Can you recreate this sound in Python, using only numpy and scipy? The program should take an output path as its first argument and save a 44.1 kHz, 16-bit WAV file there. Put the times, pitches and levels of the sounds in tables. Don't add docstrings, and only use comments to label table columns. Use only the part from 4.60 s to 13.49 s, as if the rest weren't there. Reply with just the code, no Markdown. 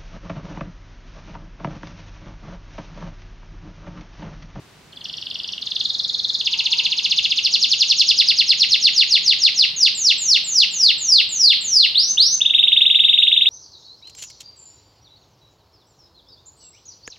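import sys
import numpy as np
from scipy import signal
from scipy.fft import rfft, irfft
from scipy.io import wavfile
from scipy.ndimage import uniform_filter1d, minimum_filter1d, map_coordinates

SR = 44100
rng = np.random.default_rng(int(sys.argv[2]) if len(sys.argv) > 2 else 0)


def log_audio(samples):
    frames = np.atleast_2d(samples).T
    limited = np.clip(frames, -1, 1)
    pcm = np.round(limited * 32767).astype(np.int16)
    wavfile.write(sys.argv[1], SR, pcm)


N = 392049
TIME = np.arange(N) / SR

# (frequency [Hz], relative density [dB])
NOISE_SPECTRUM = [(25, -18), (45, -9), (70, -3), (110, -2), (170, 0), (280, -5), (500, -9), (1000, -11),
                  (2000, -13), (4000, -15.5), (8000, -24.5), (12000, -32), (16000, -35)]
# (frequency [Hz], side minus mid [dB])
NOISE_WIDTH = [(25, -20), (90, -17.5), (180, -11.5), (350, -6.5), (1000, -8), (12000, -1)]
# (time [s], level [dB])
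NOISE_ENVELOPE = [(0, -50), (4, -49), (7.7, -49), (8.2, -50.5), (8.9, -53)]
# (time [s], pitch [Hz], level [dB])
DISTANT_TONE = [(1.7, 983, -72), (1.85, 965, -64), (1.97, 950, -52.5), (2.12, 937, -53), (2.3, 947, -54.5),
                (2.6, 940, -74)]

# (frequency [Hz], gain [dB])
REVERB_SPECTRUM = [(2000, -8), (2800, -9.5), (3600, -8), (4500, -5), (5500, -4.5), (6500, -2), (9000, -3),
                   (15000, 1.5)]
# (frequency [Hz], time to fall by 60 dB [s])
REVERB_TIME = [(2000, 0.56), (4000, 0.42), (7000, 0.3), (15000, 0.13)]
# (delay [s], gain [dB])
NEAR_REFLECTIONS = [(0.00063, -20), (0.00138, -19), (0.00143, -11), (0.00145, -13), (0.00283, -24),
                    (0.00878, -20), (0.00916, -24)]
# (frequency [Hz], gain [dB])
WALL_RESPONSE = [(2000, -17.5), (2700, -10), (3100, -13.5), (3700, -19.5), (6000, -38)]
# (time [s], left minus right [dB])
BEAK_DIRECTION = [(0, -.4), (7.3, -.4), (7.9, -1.3)]

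# (frequency [Hz], gain [dB])
TRACT_RESPONSE = [(1500, -32), (2100, -16.5), (2800, -1.5), (3500, -0.7), (4300, 0.5), (4900, -4),
                  (5500, -8), (6200, -15), (7000, -14.5), (8000, -31)]
# (overtone frequency [Hz], relative level [dB])
OVERTONE_SPECTRUM = [(4000, -41), (6000, -48), (7500, -46.5), (8200, -45.5), (9500, -33.5), (11000, -37),
                     (12500, -47), (15000, -34.5)]
# (multiple of the pitch [1], offset [dB])
HARMONIC_OFFSETS = [(2, 2.5), (3, -8.5), (4, -15)]
SONG_GESTURES = { "pip": [(0, 4600, -2), (.3, 3950, -14), (.6, 3170, -2.5), (.85, 3120, -1.5),
                 (1, 2580, -3)], "tick": [(0, 6330, 6), (.3, 4760, -6.5), (.6, 4120, -12), (.85, 3196, 0.5),
                 (1, 2700, -3)], "chit": [(0, 7150, -4), (.3, 5300, -11), (.6, 4280, -7.5),
                 (.85, 3450, -0.5), (1, 2600, -11)], "chip": [(0, 7350, -4), (.3, 5600, -14),
                 (.6, 4500, -7.5), (.85, 3620, 0.5), (1, 2990, -24)], "roll": [(0, 7010, -3.5),
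                 (.3, 5270, -5.5), (.6, 3900, -1), (.85, 2860, 0), (1, 1980, -2)], "sweep": [(0, 7120, -6),
                 (.3, 5760, -0.5), (.6, 4307, 0), (.85, 3040, -2.5), (1, 1996, -8.5)],
                 "dive": [(0, 7150, -12.5), (.3, 5630, -2.5), (.6, 4233, 0), (.85, 2870, -4),
                 (1, 1555, -0.5)], "arch": [(0, 7720, -1), (.3, 6720, -3), (.6, 5420, -0.5),
                 (.85, 3520, -4), (1, 1550, -5.5)], "fall": [(0, 7720, -5.5), (.3, 6300, -3.5),
                 (.6, 4970, -0.5), (.85, 3680, -2.5), (1, 1570, -7)], "rise": [(0, 2630, -16.5),
                 (.05, 3520, -2.5), (.18, 4110, -3), (.34, 5020, -2.5), (.6, 5800, -2), (.9, 6220, 4),
                 (1, 6257, 0)], "flick": [(0, 2410, -8.5), (.27, 2910, -5), (.55, 3530, 3.5),
                 (.74, 3710, 6.5), (.87, 3800, -1), (1, 3800, -18.5)], "chirp": [(0, 1900, -5.5),
                 (.27, 3024, -1.5), (.55, 3550, 2), (.74, 3744, 6.5), (.87, 3830, 0), (1, 3770, -18)]}
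# (gesture, notes [count], first end [s], last end [s],
# time added to each beat [s], first length [s], last length [s], first gain [dB], last gain [dB],
# latest entry as a share of the note [1])
SONG_RUNS = [("tick", 12, .4600, .9392, .00031, .0195, .0195, -22, -18.5, .2),
             ("chit", 5, 1.0316, 1.2156, 0, .022, .024, -16, -11.5, .1),
             ("chip", 11, 1.262, 1.7585, .0005, .025, .0285, -11, -11, .17),
             ("roll", 15, 1.8832, 2.7975, .00012, .039, .0395, -13, -10, .02),
             ("flick", 3, 7.829, 7.918, 0, .027, .025, -12.5, -11.5, 0.017),
             ("chirp", 21, 7.9627, 8.8825, .00013, .028, .029, -9, -8, .02)]
# (gesture, end [s], length [s], pitch factor [1], gain [dB])
SINGLE_NOTES = [("pip", .3372, .0144, 1, -33.5), ("pip", .38, .0193, 1.08, -29.5),
                ("pip", .42, .0115, 1, -25), ("pip", .9835, .006, .96, -13.5),
                ("chit", 1.817, .0315, .97, -12.5), ("sweep", 2.8813, .0545, 0.93, -10.5),
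                ("sweep", 2.9691, .06, 1, -10), ("sweep", 3.0599, .0637, 1, -9),
                ("sweep", 3.1479, .0607, 0.99, -9), ("sweep", 3.2408, .0613, .99, -8),
                ("sweep", 3.3347, .0636, 1, -9), ("sweep", 3.4309, 0.068, 1.01, -7),
                ("sweep", 3.5251, .065, 0.99, -7.5), ("dive", 3.6271, .0698, 1, -6.5),
                ("dive", 3.725, .0682, 0.98, -7.5), ("dive", 3.8265, .0707, 0.99, -8),
                ("dive", 3.9381, .0789, .98, -7.5), ("dive", 4.0508, .0777, 1, -7),
                ("dive", 4.1644, .0772, .98, -7), ("dive", 4.2947, .0953, 0.99, -6),
                ("dive", 4.4393, 0.11, 1.01, -6.5), ("dive", 4.582, .1057, 1.006, -6),
                ("dive", 4.7396, .1128, 1.01, -6.5), ("dive", 4.8944, .1108, 1.02, -7),
                ("dive", 5.0572, 0.113, 0.99, -5.5), ("arch", 5.2878, .1254, 0.88, -5),
                ("arch", 5.5289, 0.18, 1, -4.5), ("arch", 5.7791, 0.2, 1, -4),
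                ("arch", 6.0525, 0.21, 1, -5), ("fall", 6.3216, 0.21, 0.98, -5),
                ("fall", 6.6203, 0.24, 1, -4), ("fall", 6.9393, 0.25, 1, -3.5),
                ("fall", 7.2687, 0.26, 1, -4.5), ("rise", 7.522, .176, 1, -7),
                ("rise", 7.757, .186, 1, -5.5)]


def undb(db):
    return 10 ** (np.asarray(db) / 20)


def at_frequency(table, hz):
    points, values = np.transpose(table)
    return np.interp(np.log(np.maximum(hz, 1)), np.log(points), values)


def unit_rms(x):
    return x / np.sqrt(np.mean(x ** 2))


def colour(x, table):
    gain = undb(at_frequency(table, np.fft.rfftfreq(len(x), 1 / SR)))
    return irfft(rfft(x) * gain, len(x))


def wander(size, rate_hz):
    steps = np.arange(size) * rate_hz / SR
    return map_coordinates(rng.standard_normal(int(steps[-1]) + 2), [steps], order=3, mode="nearest")


def stereo(mid, side):
    return np.array([mid + side, mid - side])


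def background_noise():
    mid, side = (unit_rms(colour(rng.standard_normal(N), NOISE_SPECTRUM)) for _ in range(2))
    envelope = undb(np.interp(TIME, *np.transpose(NOISE_ENVELOPE)))
    return stereo(mid, colour(side, NOISE_WIDTH)) * envelope


def distant_tone(pitch_spread=.035, flicker_db=3):
    times, pitches, levels = np.transpose(DISTANT_TONE)
    hz = np.interp(TIME, times, pitches) * (1 + pitch_spread * wander(N, rate_hz=90))
    swell = np.interp(TIME, times, undb(levels), left=0, right=0)
    flicker = undb(flicker_db * wander(N, rate_hz=30.04))
    return swell * flicker * np.sqrt(2) * np.sin(2 * np.pi * np.cumsum(hz) / SR)


def reverberation(build_up_s=.005):
    size = SR // 2
    hz, t, spectrogram = signal.stft(rng.standard_normal(size), SR, nperseg=256)
    decay = np.exp(-np.log(1000) * t / at_frequency(REVERB_TIME, hz)[:, None])
    onset = 1 - np.exp(-(np.arange(size) / SR / build_up_s) ** 2)
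    tail = signal.istft(spectrogram * decay, SR)[1][:size] * onset
    return colour(unit_rms(tail) / np.sqrt(size), REVERB_SPECTRUM)


def room(song, wall_delay_s=.00878, reverb_db=-1.2, side_db=-5, ripple_share=.25):
    early, wall = np.zeros((2, SR // 2))
    early[0] = 1
    for delay, db in NEAR_REFLECTIONS:
        early[round(delay * SR)] += undb(db)
    wall[round(wall_delay_s * SR)] = 1
    diffuse = stereo(reverberation(), undb(side_db) * reverberation())
    echoes = colour(wall, WALL_RESPONSE) + undb(reverb_db) * diffuse
    rippled = signal.fftconvolve(echoes, early[None], axes=1)[:, :len(early)]
    response = early + echoes + ripple_share * (rippled - echoes)
    pan_db = np.interp(TIME, *np.transpose(BEAK_DIRECTION))
    balance = undb(np.array([pan_db, -pan_db]) / 2)
    return signal.fftconvolve(song[None], response, axes=1)[:, :N] * balance


def membrane_pitch(progress, shares, pitches, waver=.0044):
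    margin = len(progress) // 20
    tension = np.interp(progress, shares, np.square(pitches))
    padded = np.pad(tension, margin, "reflect", reflect_type="odd")
    smooth_tension = uniform_filter1d(padded, 2 * margin)[margin:-margin]
    return np.sqrt(smooth_tension) * (1 + waver * wander(len(progress), rate_hz=180))


def syrinx(length, shares, pitches, levels, attack_s=.0024, release_s=.0025, flutter_db=1):
    size = int(length * SR)
    t = np.arange(size) / SR
    hz = membrane_pitch(t / length, shares, pitches)
    phase = 2 * np.pi * np.cumsum(hz) / SR
    tone = np.sin(phase)
    effort_db = .4 * (np.mean(levels) + 13)
    for multiple, offset_db in HARMONIC_OFFSETS:
        k = round(multiple)
        strength = undb(offset_db + effort_db + at_frequency(OVERTONE_SPECTRUM, k * hz))
        tone += strength * (k * hz < SR / 2) * np.sin(k * phase)
    opening = np.clip(np.minimum(t / attack_s, (length - t) / release_s), 0, 1)
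    valve = np.sin(np.pi / 2 * opening)
    contour_db = np.interp(t / length, shares, levels)
    pressure_db = uniform_filter1d(contour_db, 2 * (size // 20), mode="nearest")
    pressure_db += flutter_db * wander(size, rate_hz=146.5)
    return tone * valve * undb(pressure_db + at_frequency(TRACT_RESPONSE, hz))


def syllable(gesture, length, db, pitch_factor=1, entry=0):
    shares, pitches, levels = np.transpose(SONG_GESTURES[gesture])
    remaining = 1 - entry
    return syrinx(length * remaining, (shares - entry) / remaining, pitch_factor * pitches, db + levels)


def trill(gesture, count, first_s, last_s, slowing_s, first_length, last_length,
          first_db, last_db, latest_entry, scatter_db=.78):
    count = round(count)
    beat = np.arange(count)
    ends = np.linspace(first_s, last_s, count) - slowing_s * beat * beat[::-1] / 2
    lengths = np.linspace(first_length, last_length, count)
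    levels = np.linspace(first_db, last_db, count) + scatter_db * rng.standard_normal(count)
    entries = latest_entry * rng.random(count)
    return [(end, syllable(gesture, length, db, entry=entry))
            for end, length, db, entry in zip(ends, lengths, levels, entries)]


def canary():
    notes = [(end, syllable(gesture, length, db, pitch_factor))
             for gesture, end, length, pitch_factor, db in SINGLE_NOTES]
    for run in SONG_RUNS:
        notes += trill(*run)
    song = np.zeros(N + SR)
    for end, note in notes:
        stop = int(end * SR)
        song[stop - len(note):stop] += note
    return song[:N]


def scene():
    return room(canary()) + distant_tone() + background_noise()


def record(dry, ceiling=.78, window_samples=300, cutoff_hz=15750):
    allowed_gain = ceiling / np.maximum(np.abs(dry).max(axis=0), ceiling)
    held_gain = minimum_filter1d(allowed_gain, 2 * window_samples)
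    gain = uniform_filter1d(uniform_filter1d(held_gain, window_samples), window_samples)
    low_pass = signal.ellip(10, .1, 80, cutoff_hz, fs=SR, output="sos")
    return signal.sosfilt(low_pass, dry * gain)


dry = scene()
out = record(dry)
log_audio(out)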